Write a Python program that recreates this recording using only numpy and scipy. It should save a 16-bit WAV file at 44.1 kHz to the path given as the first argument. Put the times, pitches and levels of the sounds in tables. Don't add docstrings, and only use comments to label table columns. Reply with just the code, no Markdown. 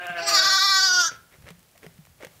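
import sys
import numpy as np
from scipy import signal
from scipy.fft import rfft, irfft, next_fast_len
from scipy.io import wavfile
from scipy.ndimage import map_coordinates

SR = 44100
rng = np.random.default_rng(int(sys.argv[2]) if len(sys.argv) > 2 else 0)


def to_wav(s):
    ch = np.atleast_2d(s).T
    pcm = np.round(np.clip(ch, -1, 1) * 32767)
    wavfile.write(sys.argv[1], SR, pcm.astype(np.int16))


N = 105840

# (frequency [Hz], level [dB])
AIR_COLOUR = [(60,-17.5),(160,-17),(300,-24),(650,-24),(1020,-26.5),(9300,-31.5)]
RUMBLE_COLOUR = [(20,-19),(70,-1),(170,-3),(300,-27.5),(1000,-59)]
STALK_COLOUR = [(500,-13),(3000,-4.5),(15000,-5)]
# (time [s], level [dB])
AIR_FADER = [(1.88,-58.8),(1.94,-61),(2.33,-56.8)]
RUMBLE_FADER = [(0.3,-64),(1.0,-79),(1.1,-56.5),(1.28,-70),(1.42,-54.5),(1.76,-69),(1.88,-60),(2.4,-61)]

# (time [s], pitch [Hz], level [dB])
SHEEP_CALL = [(0,178.8,-36.5),(0.1,175.3,-32.5),(0.135,174.9,-37.5),(0.2,168.8,-27.5),(0.24,168.7,-37),(0.315,168,-28),(0.38,162.1,-32.5),(0.46,157.4,-35),(0.53,160.6,-41.5),(0.58,152,-70)]
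# (frequency [Hz], level [dB])
SHEEP_COLOUR = [(175,-24),(350,-10.5),(520,-13),(660,4.5),(710,-1.5),(880,-18.5),(1100,-11),(1420,-8.5),(1580,2.5),(1900,-14.5),(2350,-9),(2750,-8.5),(3200,-21.5),(5000,-33),(12000,-45)]

# (frequency [Hz], level [dB])
STRAW_COLOUR = [(150,-49),(260,-13),(544,-3.5),(705,-12),(1100,-13),(2100,-7.5),(4240,-22),(7250,-25.5),(15500,-35)]
# (time [s], level [dB], treble tilt [dB/octave])
STALK_SNAPS = [(0.068,-35,6.5),(1.423,-45,0.5),(1.482,-38,-2),(1.488,-34,0.5),(1.505,-35.5,2),(1.778,-46,6.5),(1.831,-44,0),(1.85,-40,-8),(1.865,-37.5,0),(1.98,-52,2),(2.052,-47,5),(2.07,-48,-1),(2.233,-34,-3),(2.248,-32.5,3.5),(2.269,-36.5,0)]
# (time [s], pitch [Hz], level [dB], t60 [s])
BEDDING_THUDS = [(0.095,172,-39,0.19),(0.454,147,-39,.1),(1.385,125,-45,.12),(1.506,170,-38.5,0.16),(1.752,673,-48,0.063),(1.842,438,-35,.05),(1.863,420,-36,0.034),(1.864,169,-35.5,0.086),(1.988,156,-37.5,0.11),(2.203,609,-40,0.14),(2.245,530,-27,0.03),(2.265,140,-39.5,0.049)]
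# (peak time [s], rise [s], fall [s], level [dB])
HOOF_PRESSES = [(1.129,0.039,.03,-47.5),(1.34,0.02,0.025,-53.5),(1.488,0.04,0.033,-50.5),(1.77,.02,.015,-61),(1.843,0.02,0.016,-49.5),(2.234,0.0263,0.023,-45)]

# (time [s], pitch [Hz])
LAMB_PITCH = [(0.185,369),(0.214,384),(0.226,410),(0.25,412),(0.268,397),(0.286,402.3),(0.3,369.3),(0.314,413.9),(0.35,402),(0.376,373.4),(0.404,383.6),
              (0.416,368),(0.44,394.9),(0.46,382),(0.486,400),(0.502,374),(0.526,388),(0.55,383.5),(0.57,396.7),(0.584,372),
              (0.646,398.5),(0.678,387),(0.699,394),(0.73,384),(0.782,384),(0.801,374),(0.826,385),(0.874,376),(0.892,366.5),(0.958,364.1),(1.024,350.9),(1.04,331.3),(1.072,332.2),(1.09,302)]
# (time [s], level [dB])
LAMB_LEVEL = [(0.15,-77),(0.184,-40),(0.215,-39.5),(0.231,-32),(0.256,-35.5),(0.277,-22),(0.289,-18.5),(0.304,-24),(0.325,-21),(0.352,-15.5),(0.365,-17.5),(0.395,-15.5),(0.421,-20),(0.47,-17.5),(0.671,-18.5),(0.791,-18),(0.853,-17),(0.898,-20),(1.005,-18),(1.049,-21.5),(1.083,-24.5),(1.098,-37),(1.109,-81.5)]
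# (time [s], noise share of the low harmonics [0-1])
LAMB_ROUGHNESS = [(0.2,0.03),(0.285,0.015),(0.31,.06),(0.34,0.035),(0.42,0.035),(0.58,0.001),(1.0,0),(1.04,0.015),(1.1,0.06)]
# (time [s], position [0 shut, 1 opening, 2 wide, 3 closing])
MOUTH_POSITION = [(0.258,0),(0.285,1),(0.362,1.4),(0.38,2.35),(0.5,2.35),(0.72,2),(0.8,2.5),(0.875,2.62),(0.895,3)]
# (frequency [Hz], level [dB])
SHUT_COLOUR = [(350,-14.5),(750,-1),(1200,-15),(2600,-12),(3700,-18.5),(4450,0),(5100,-8),(5800,-4.5),(6600,-38.5),(7400,-12),(8200,-39),(15000,-41.5)]
OPENING_COLOUR = [(350,-24),(800,-14.5),(981,-17.5),(1200,1.5),(1580,-16.5),(2000,-9),(2420,-14),(3120,-21.5),(3650,-16.5),(4100,-8.5),(4480,1),(4870,-2),(5250,-14.5),(5650,2.5),(6200,-23),(7000,-7.5),(7900,-23),(8600,-21),(9700,-32),(13200,-23.5),(15500,-29)]
WIDE_COLOUR = [(210,-72),(385,-32),(770,-15),(930,-30.5),(1140,4.5),(1540,1),(1940,-3),(2330,-10.5),(2660,-30),(3100,-19),(3480,-1),(3870,-3.5),(4270,2),(4650,-3.5),(5050,-4),(5450,0),(5850,-16),(7000,-13.5),(8150,-31),(9040,-41.5),(10300,-21),(11700,-30),(13700,-26),(15500,-36)]
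CLOSING_COLOUR = [(190,-49),(360,-22.5),(512,-40),(700,-18),(920,-17),(1080,-15),(1380,2.5),(1500,3),(1750,-20),(2540,-33),(2900,-16.5),(3600,-11.5),(4050,-23.5),(4600,-8),(5350,-9),(5950,-4),(6800,-14.5),(7500,-28),(8300,-24),(8900,-48.5),(12300,-30),(15500,-56)]
# (time [s], frequency scale [ratio])
THROAT_LIFT = [(0.82,1.02),(0.9,0.99),(0.98,0.978),(1.08,1.045)]
# (time [s], centre [Hz], boost [dB])
UPPER_RING = [(0.2,4430,6),(0.26,4475,-4),(0.36,4950,6),(0.41,4640,7.5),(0.48,4350,6.5),(0.73,4163,2),(0.8,4620,8.5),(0.86,4760,13),(0.93,4750,9),(1.0,5000,1),(1.037,5650,8),(1.085,6500,7)]
# (time [s], centre [Hz], boost [dB])
LIP_SQUEAK = [(0.25,8200,-2),(0.27,7970,22),(0.295,8440,13.5),(0.315,8620,1.5)]

# (frequency [Hz], t60 [s])
SHED_DECAY = [(200,0.31),(1400,0.47),(5000,0.27),(12000,0.067)]

LOW_CUT_HZ, TOP_HZ = 42, 15700
SHEEP_SEND_DB, STRAW_SEND_DB, LAMB_SEND_DB = -11, -17.5, -16.5


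def amp(db):
    return 10 ** (np.asarray(db) / 20)


def unit(x):
    return x / np.sqrt(np.mean(x ** 2) + 1e-20)


def along(points, hz):
    freqs, values = np.transpose(points)
    return np.interp(np.log(hz + 1), np.log(freqs + 1), values)


def curves(rows, t):
    times, *lanes = np.transpose(rows)
    return [np.interp(t, times, lane) for lane in lanes]


def wobble(rate, t):
    return map_coordinates(rng.standard_normal(4096), [t * rate], mode="wrap")


def filtered(x, gain):
    size = next_fast_len(len(x) + 8192)
    return irfft(rfft(x, size) * gain(np.fft.rfftfreq(size, 1 / SR)), size)[:len(x)]


def noise(colour, size=N):
    return unit(filtered(rng.standard_normal(size), lambda hz: amp(along(colour, hz))))


def add(track, start, x):
    part = track[int(start * SR):][:len(x)]
    part += x[:len(part)]


def air(t):
    return noise(AIR_COLOUR) * amp(curves(AIR_FADER, t)[0] + wobble(9.3, t))


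def rumble(t, swell_db=2.5):
    return noise(RUMBLE_COLOUR) * amp(curves(RUMBLE_FADER, t)[0] + swell_db * wobble(18, t))


def ticks(per_second=35, level_db=-56, spread_db=3.5, t60=.008):
    hits = (rng.random(N) < per_second / SR) * amp(level_db + spread_db * rng.standard_normal(N))
    age = np.arange(SR // 20) / SR
    return noise(STALK_COLOUR) * signal.fftconvolve(hits, amp(-60 * age / t60))[:N]


def throat(colour, hz):
    grid = np.fft.rfftfreq(2048, 1 / SR)
    cepstrum = irfft(np.log(amp(along(colour, grid))))
    cepstrum[1:len(grid) - 1] *= 2
    cepstrum[len(grid):] = 0
    return np.interp(hz, grid, rfft(cepstrum))


def voice(t, pitch, response, rough, rasp_hz, flutter_db, flutter_hz=3200, hiss_hz=14500):
    harmonic = np.arange(1, int(TOP_HZ / pitch.mean()) + 3)[:, None]
    hz = harmonic * pitch
    wobbles = lambda rate: np.array([wobble(rate, t) for _ in harmonic])
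    depth = np.sqrt(np.minimum(hz / flutter_hz, 2))
    phase_flutter = .19 * depth * wobbles(70)
    gain = np.exp(response(hz) + 1j * phase_flutter) * amp(flutter_db * depth * wobbles(70))
    gain /= np.sqrt(np.sum(abs(gain) ** 2, axis=0) / 2)
    noise_share = np.clip(rough * (1 + (hz / rasp_hz) ** 4) + (hz / hiss_hz) ** 8, 0, .9)
    rasp = (wobbles(pitch.mean()) + 1j * wobbles(pitch.mean())) / np.sqrt(2)
    partials = gain * (np.sqrt(1 - noise_share) + np.sqrt(noise_share) * rasp)
    return np.sum(partials * np.exp(2j * np.pi * harmonic * np.cumsum(pitch) / SR), axis=0).real


def sheep(jitter=.006):
    t = np.arange(int(SHEEP_CALL[-1][0] * SR)) / SR
    pitch, level = curves(SHEEP_CALL, t)
    pitch *= 1 + jitter * wobble(60, t)
    call = voice(t, pitch, lambda hz: throat(SHEEP_COLOUR, hz), rough=.07, rasp_hz=1370, flutter_db=4)
    return np.pad(call * amp(level), (0, N - len(t)))


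def snaps(t60=.016):
    out = np.zeros(N)
    age = np.arange(SR // 4) / SR
    for start, db, tilt in STALK_SNAPS:
        colour = [(hz, band_db + tilt * np.log2(hz + 1)) for hz, band_db in STRAW_COLOUR]
        add(out, start, noise(colour, len(age)) * amp(db - 60 * age / t60))
    return out


def thuds(attack_s=.0022):
    out = np.zeros(N)
    age = np.arange(SR // 4) / SR
    for start, hz, db, t60 in BEDDING_THUDS:
        body = np.sin(2 * np.pi * hz * age + .6 * wobble(hz / 3, age))
        add(out, start, body * amp(db - 60 * age / t60) * (1 - np.exp(-age / attack_s)))
    return out


def lamb_throat(t, hz, ring_width_hz=260, scatter_rad=.9, scatter_hz=450):
    mouth, lift = [curves(lane, t)[0] for lane in (MOUTH_POSITION, THROAT_LIFT)]
    colours = (SHUT_COLOUR, OPENING_COLOUR, WIDE_COLOUR, CLOSING_COLOUR)
    shape = sum(np.maximum(0, 1 - abs(mouth - position)) * throat(colour, hz / lift)
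                for position, colour in enumerate(colours))
    for centre, db in (curves(UPPER_RING, t), curves(LIP_SQUEAK, t)):
        shape += np.log(amp(db)) / (1 + 1j * (hz - centre) / ring_width_hz)
    grid = np.arange(0, SR / 2, 20)
    return shape + 1j * scatter_rad * np.interp(hz, grid, wobble(1 / scatter_hz, grid))


def lamb(jitter=.0025, tremble=.002, shimmer_db=.7):
    t = np.arange(int(LAMB_LEVEL[-1][0] * SR)) / SR
    pitch, level, rough = [curves(lane, t)[0] for lane in (LAMB_PITCH, LAMB_LEVEL, LAMB_ROUGHNESS)]
    pitch *= 1 + jitter * wobble(250, t) + tremble * wobble(70, t)
    bleat = voice(t, pitch, lambda hz: lamb_throat(t, hz), rough, rasp_hz=4800, flutter_db=2.5)
    return np.pad(bleat * amp(level + shimmer_db * wobble(120, t)), (0, N - len(t)))


def wall(x, notches_hz=(1120, 1580), width_hz=25, depth=.95):
    notch = lambda hz, centre: 1 - depth / (1 + 1j * (hz - centre) / width_hz)
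    return filtered(x, lambda hz: np.prod([notch(hz, centre) for centre in notches_hz], axis=0))


def rustle(t, grain_db=4):
    pressure = sum(amp(db) * np.exp(-((t - peak) / np.where(t < peak, rise, fall)) ** 2)
                   for peak, rise, fall, db in HOOF_PRESSES)
    return pressure * unit(noise(STRAW_COLOUR) * amp(grain_db * wobble(600, t)))


def shed_echo(send):
    hz, t, bands = signal.stft(rng.standard_normal(SR // 2), SR, nperseg=256)
    decay = amp(-60 * t / along(SHED_DECAY, hz)[:, None])
    tail = signal.istft(bands * decay, SR, nperseg=256)[1]
    return signal.fftconvolve(send, np.pad(tail / np.linalg.norm(tail), (SR // 250, 0)))[:N]


def scene():
    t = np.arange(N) / SR
    near, far = wall(lamb()), sheep()
    hooves = rustle(t) + snaps() + thuds()
    echo = shed_echo(amp(LAMB_SEND_DB) * near + amp(SHEEP_SEND_DB) * far + amp(STRAW_SEND_DB) * hooves)
    return (near + far + hooves + echo + air(t) + rumble(t) + ticks())[None]


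def record(dry):
    return filtered(dry[0], lambda hz: (hz < TOP_HZ) * hz ** 2 / np.hypot(hz ** 2, LOW_CUT_HZ ** 2))[None]


dry = scene()
out = record(dry)
to_wav(out)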